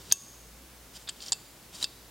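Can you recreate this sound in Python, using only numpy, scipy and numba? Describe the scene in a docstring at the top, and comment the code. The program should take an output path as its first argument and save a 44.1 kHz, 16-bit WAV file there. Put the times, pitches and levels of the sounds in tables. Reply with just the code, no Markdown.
"""A small drill bit, gripped in pliers, is twisted by hand in the carbon-packed oil hole of a piston.
Its edges scrape, catch and snap free by stick-slip friction: each release rings the bit briefly,
cracks carbon and knocks the hand-damped piston. Hand and piston rustle softly on a towel.
A close microphone with a limiter hears it in a workshop with a faint tail, air noise and a low hum."""
import sys
import numpy as np
from scipy import signal
from scipy.fft import rfft, irfft
from scipy.io import wavfile
from scipy.ndimage import uniform_filter1d, minimum_filter1d
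from numba import njit

SR = 44100
rng = np.random.default_rng(int(sys.argv[2]) if len(sys.argv) > 2 else 0)


def wav_out(sig):
    """Save sig, one row per channel (or a flat mono array), as 16-bit PCM at SR to the path in sys.argv[1]."""
    wavfile.write(sys.argv[1], SR, np.round(np.clip(np.atleast_2d(sig).T, -1, 1) * 32767).astype(np.int16))


N = 92610

# Air noise. Each row: frequency in Hz, relative density in dB.
AIR_SPECTRUM = [(20, -30), (35, -13), (55, -9), (85, -12), (150, -8), (250, -9), (500, -12.5),
                (1100, -16.5), (1800, -18.5), (6400, -21), (15500, -24)]
# Stereo width of the air. Each row: frequency in Hz, side against mid in dB.
AIR_WIDTH = [(50, -10), (150, -16.5), (600, -11.5), (3000, -7.5), (14000, -4.5)]
# Wavering of the low hum. Each row: time in seconds, level in dB.
HUM_LEVELS = [(0, -59), (.2, -67.5), (.36, -58.5), (.51, -54.5), (.64, -57.5), (.72, -61.5), (.81, -56),
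              (.9, -62), (1.7, -65.5), (2.1, -59.5)]
# Two shifts of the hand, one curve each. Each point: time in seconds, level in dB.
GRIP_SHIFTS = [
    [(0, -45.5), (.03, -59), (.07, -64), (.12, -48.5), (.2, -73)],
    [(1.68, -77), (1.74, -56.5), (1.81, -62), (1.86, -78)],
]
# Their rustle. Each row: frequency in Hz, relative density in dB.
GRIP_SPECTRUM = [(40, -29), (90, 10.5), (170, 4), (380, 2), (600, -26.5), (1000, -9), (3000, -24)]
# Scraping, one curve for each twist. Each point: time in seconds, level in dB.
SCRAPE_STROKES = [
    [(0, -53), (.04, -56), (.08, -52.5), (.106, -47), (.122, -51)],
    [(.91, -72), (.945, -52.5), (.97, -43), (.982, -58.5), (1.025, -52.5), (1.06, -80)],
    [(1.16, -56), (1.198, -59.5), (1.222, -44.5), (1.252, -50), (1.272, -43), (1.286, -43), (1.298, -45.5),
     (1.318, -75)],
    [(1.72, -58.5), (1.748, -43.5), (1.77, -46.5), (1.795, -47), (1.815, -40.5), (1.83, -35), (1.85, -40)],
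]
# Crumbling carbon. Each row: frequency in Hz, relative density in dB.
GRIT_SPECTRUM = [(300, -3), (1500, -2.5), (2300, -7), (3200, 5.5), (4000, 4.5), (4900, 5.5), (6000, 3),
                 (7300, 2.5), (9000, -3), (11000, -14), (16000, -13)]
# Joint modes of piston, bit and pliers. Each row: frequency in Hz, relative level in dB, T60 in seconds.
METAL_MODES = [ (1120, -52.5, 0.65), (1652, -24, 0.021), (3250, -11.5, 0.02), (3627, -18.5, 0.04),
               (4010, -21.5, 0.02), (4480, -13, 0.044), (4745, -14.5, 0.031), (4920, -11, 0.036),
               (6030, -34, 0.048), (6950, -6, 0.02), (7180, -20.5, 0.04), (8110, -7, 0.021),
               (9320, -10, 0.0083), (2665, -25, .11), (12340, -26, .09), ]
# The bit snaps free. Each row: start in seconds, ring frequency in Hz, ring level in dB,
# ring T60 in seconds, knock gain in dB, corner frequency of the contact in Hz.
SNAP_EVENTS = [ (.1128, 3540, -25, 0.0065, -38, 4200), (.1150, 4660, -22, 0.0059, -17.5, 4400),
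               (.1175, 3900, -31, 0.0058, -29, 4500), (.1231, 6400, 6, .014, -5, 17000),
               (.1232, 12400, -9, .008, -16, 17000), (1.0738, 3700, -37, 0.023, -57, 4000),
               (1.0780, 3730, -37, .014, -29.5, 4300), (1.0834, 3970, -41, 0.014, -34, 4230),
               (1.0882, 3560, -28, 0.0094, -25, 5600), (1.0922, 7610, -26.5, 0.012, -28.5, 8600),
               (1.0936, 3190, -26.5, 0.016, -25, 8400), (1.2042, 3600, -53, 0.024, -31, 4820),
               (1.22, 4800, -37, .01, -34, 6500), (1.224, 4770, -33, 0.016, -43, 7500),
               (1.2375, 5000, -44, .01, -33.5, 6500), (1.2625, 4900, -38, 0.019, -36, 7400),
               (1.2831, 5600, -29, 0.014, -32.5, 7600), (1.3210, 7160, -13.5, 0.023, -18.5, 7800),
               (1.3227, 4700, -16, .013, -23, 7000), (1.3275, 4950, -20, .009, -21, 8500),
               (1.3301, 7700, -17.5, 0.011, -22, 7000), (1.8268, 3960, -18, 0.025, -23.5, 9600),
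               (1.8427, 4830, -9.5, 0.0055, -17, 7300), ]
# Breaking carbon. Each row: frequency in Hz, relative density in dB.
CRACK_SPECTRUM = [(150, -32), (500, -13.5), (1200, -12), (2200, -13.5), (3300, 4), (5500, 1), (8000, -3.5),
                  (11000, 3.5), (16000, -3.5)]
# The piston jolts under the harder snaps. Each row: start in seconds, frequency in Hz, level in dB.
PISTON_JOLTS = [(.1232, 1026, -21), (1.0882, 1720, -37.5), (1.3215, 970, -31.5), (1.3275, 750, -35)]
# Workshop reflections. Each row: frequency in Hz, relative level in dB.
ROOM_SPECTRUM = [(300, 9), (1100, 0.5), (2000, -2.5), (3500, 4.5), (4700, 6), (5700, -4), (6600, 0),
                 (7500, 5), (10000, -1), (15000, -5)]

TIME = np.arange(N) / SR


def amp(db):
    """Decibels to amplitude ratio."""
    return 10 ** (np.asarray(db) / 20)


def unit(x):
    """Scale to an rms of 1."""
    return x / np.sqrt(np.mean(x ** 2))


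def decay(t60):
    """Exponential damping: 60 dB lost in t60 seconds."""
    return np.exp(-np.log(1000) * TIME / t60)


def envelope(curves):
    """Sum of (seconds, dB) curves as amplitudes, each silent outside its span."""
    return sum(amp(np.interp(TIME, *np.array(curve).T, left=-np.inf, right=-np.inf)) for curve in curves)


def convolve(x, response):
    """A linear system convolves its input with its impulse response."""
    return signal.fftconvolve(x, response)[:N]


def colour(x, spectrum):
    """Minimum-phase filter that follows (Hz, dB) points."""
    hz, db = np.array(spectrum).T
    log_hz = np.log(np.fft.rfftfreq(N, 1 / SR) + 1)
    log_gain = np.log(amp(np.interp(log_hz, np.log(hz), db)))
    cepstrum = irfft(log_gain, N)
    cepstrum[1:N // 2] *= 2  # folding onto positive time makes the filter causal
    cepstrum[N // 2 + 1:] = 0
    return convolve(x, irfft(np.exp(rfft(cepstrum)), N))


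def noise(spectrum):
    """Coloured Gaussian noise with an rms of 1."""
    return unit(colour(rng.standard_normal(N), spectrum))


def drift(points):
    """Slow fluctuation: straight lines between random values."""
    return np.interp(np.arange(N), np.linspace(0, N, points), rng.standard_normal(points))


def lowpass(x, corner_hz, order):
    """Butterworth roll-off above the corner."""
    return signal.sosfilt(signal.butter(order, corner_hz, fs=SR, output="sos"), x)


def air():
    """Steady air noise; an independent side signal partly decorrelates left and right."""
    mid = noise(AIR_SPECTRUM)
    side = colour(noise(AIR_SPECTRUM), AIR_WIDTH)
    return amp(-53) * np.array([mid + side, mid - side])


def hum(low_hz=58, wander_hz=2.61, mains_hz=120):
    """Slow modulation: a low hum wavers in pitch and level, a faint mains tone in level alone."""
    pitch_hz = low_hz + wander_hz * drift(points=14)
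    low_tone = unit(np.sin(2 * np.pi * np.cumsum(pitch_hz) / SR))
    mains = unit((1 + .5 * drift(points=20)) * np.sin(2 * np.pi * mains_hz * TIME))
    return envelope([HUM_LEVELS]) * low_tone + amp(-68) * mains


def grip():
    """Soft friction: hand and piston settle on the towel with a low rustle."""
    return envelope(GRIP_SHIFTS) * noise(GRIP_SPECTRUM)


def scrape(metal, grains_per_s=3500):
    """Ploughing friction: the edges crumble carbon in random impulses, heard directly and via the metal."""
    effort = envelope(SCRAPE_STROKES)
    sizes = amp(-np.minimum(rng.exponential(size=N), 5))  # grains differ by up to 5 dB
    signs = np.sign(rng.standard_normal(N))
    grains = unit((rng.random(N) < grains_per_s / SR) * sizes * signs)
    grit = unit(colour(grains, GRIT_SPECTRUM)) * effort
    ring = convolve(grains * effort, metal / np.linalg.norm(metal))
    ring_gain = amp(-6)
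    return (grit + ring_gain * ring) / np.hypot(1, ring_gain)


def metal_response():
    """Modal superposition: the held metal answers a tap with damped sines, here of alternating sign."""
    return sum((-1) ** k * amp(db) * decay(t60) * np.sin(2 * np.pi * hz * TIME)
               for k, (hz, db, t60) in enumerate(METAL_MODES))


def snaps(metal, attack_s=0.00004, chatter_rad=.45, chatter_hz=450):
    """Stick-slip: each release rings the bit, pitched by how it is wedged, and knocks the piston."""
    out = np.zeros(N)
    attack = 1 - np.exp(-TIME / attack_s)
    crumble = noise(CRACK_SPECTRUM)
    crack_envelope = amp(-3) * decay(t60=.018)
    chatter = chatter_rad * unit(lowpass(rng.standard_normal(N), chatter_hz, order=2))
    for start, ring_hz, ring_db, ring_t60, knock_db, corner_hz in SNAP_EVENTS:
        shift = rng.integers(N)  # each snap takes its own stretch of noise
        crack = np.roll(crumble, shift) * crack_envelope
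        # A softer contact passes less treble; the tiny offset prevents underflow.
        knock = amp(knock_db) * lowpass(metal + crack + 1e-18, corner_hz, order=4)
        phase = 2 * np.pi * ring_hz * TIME + np.roll(chatter, shift)
        ring = amp(ring_db) * attack * decay(ring_t60) * np.sin(phase)
        onset = int(start * SR)
        out[onset:] += (ring + knock)[:N - onset]
    return out


def jolts(t60=0.014):
    """Heavy damping: the hand stops each jolt of the piston at once, leaving a dull knock."""
    out = np.zeros(N)
    for start, hz, db in PISTON_JOLTS:
        knock = amp(db) * decay(t60) * np.sin(2 * np.pi * hz * TIME)
        onset = int(start * SR)
        out[onset:] += knock[:N - onset]
    return out


def workshop(direct, tail_db=-26, bench_db=-20.5):
    """Reverberation: quick reflections from the bench and a faint diffuse tail join the direct sound."""
    tail = unit(noise(ROOM_SPECTRUM) * decay(t60=.95))
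    bench = unit(noise(ROOM_SPECTRUM) * decay(t60=0.098))
    reflections = (amp(tail_db) * tail + amp(bench_db) * bench) / np.sqrt(N)
    return direct + convolve(direct, reflections)


def scene():
    """Superposition: the handwork sounds in the workshop over air noise and hum."""
    metal = metal_response()
    handwork = snaps(metal) + jolts() + scrape(metal) + grip()
    return workshop(handwork) + air() + hum()


@njit
def limiter_gain(peak, ceiling, release_s):
    """Peak limiting: the gain drops at once under a peak and recovers exponentially."""
    gain, held = np.empty(len(peak)), 1.
    for i in range(len(peak)):
        recovered = held + (1 - held) / (release_s * SR)
        held = min(recovered, ceiling / (peak[i] + 1e-9))
        gain[i] = held
    return gain


def record(dry, top_hz=15900):
    """Limiting of level and bandwidth: the loudest snap is held down and the top is cut steeply."""
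    peak = np.abs(dry).max(axis=0)
    gain = limiter_gain(peak, ceiling=float(amp(-1.3)), release_s=0.11)
    smooth_gain = uniform_filter1d(minimum_filter1d(gain, size=31), size=31)
    top_cut = signal.ellip(10, .1, 80, top_hz, fs=SR, output="sos")
    return signal.sosfilt(top_cut, dry * smooth_gain)


dry = scene()
out = record(dry)
wav_out(out)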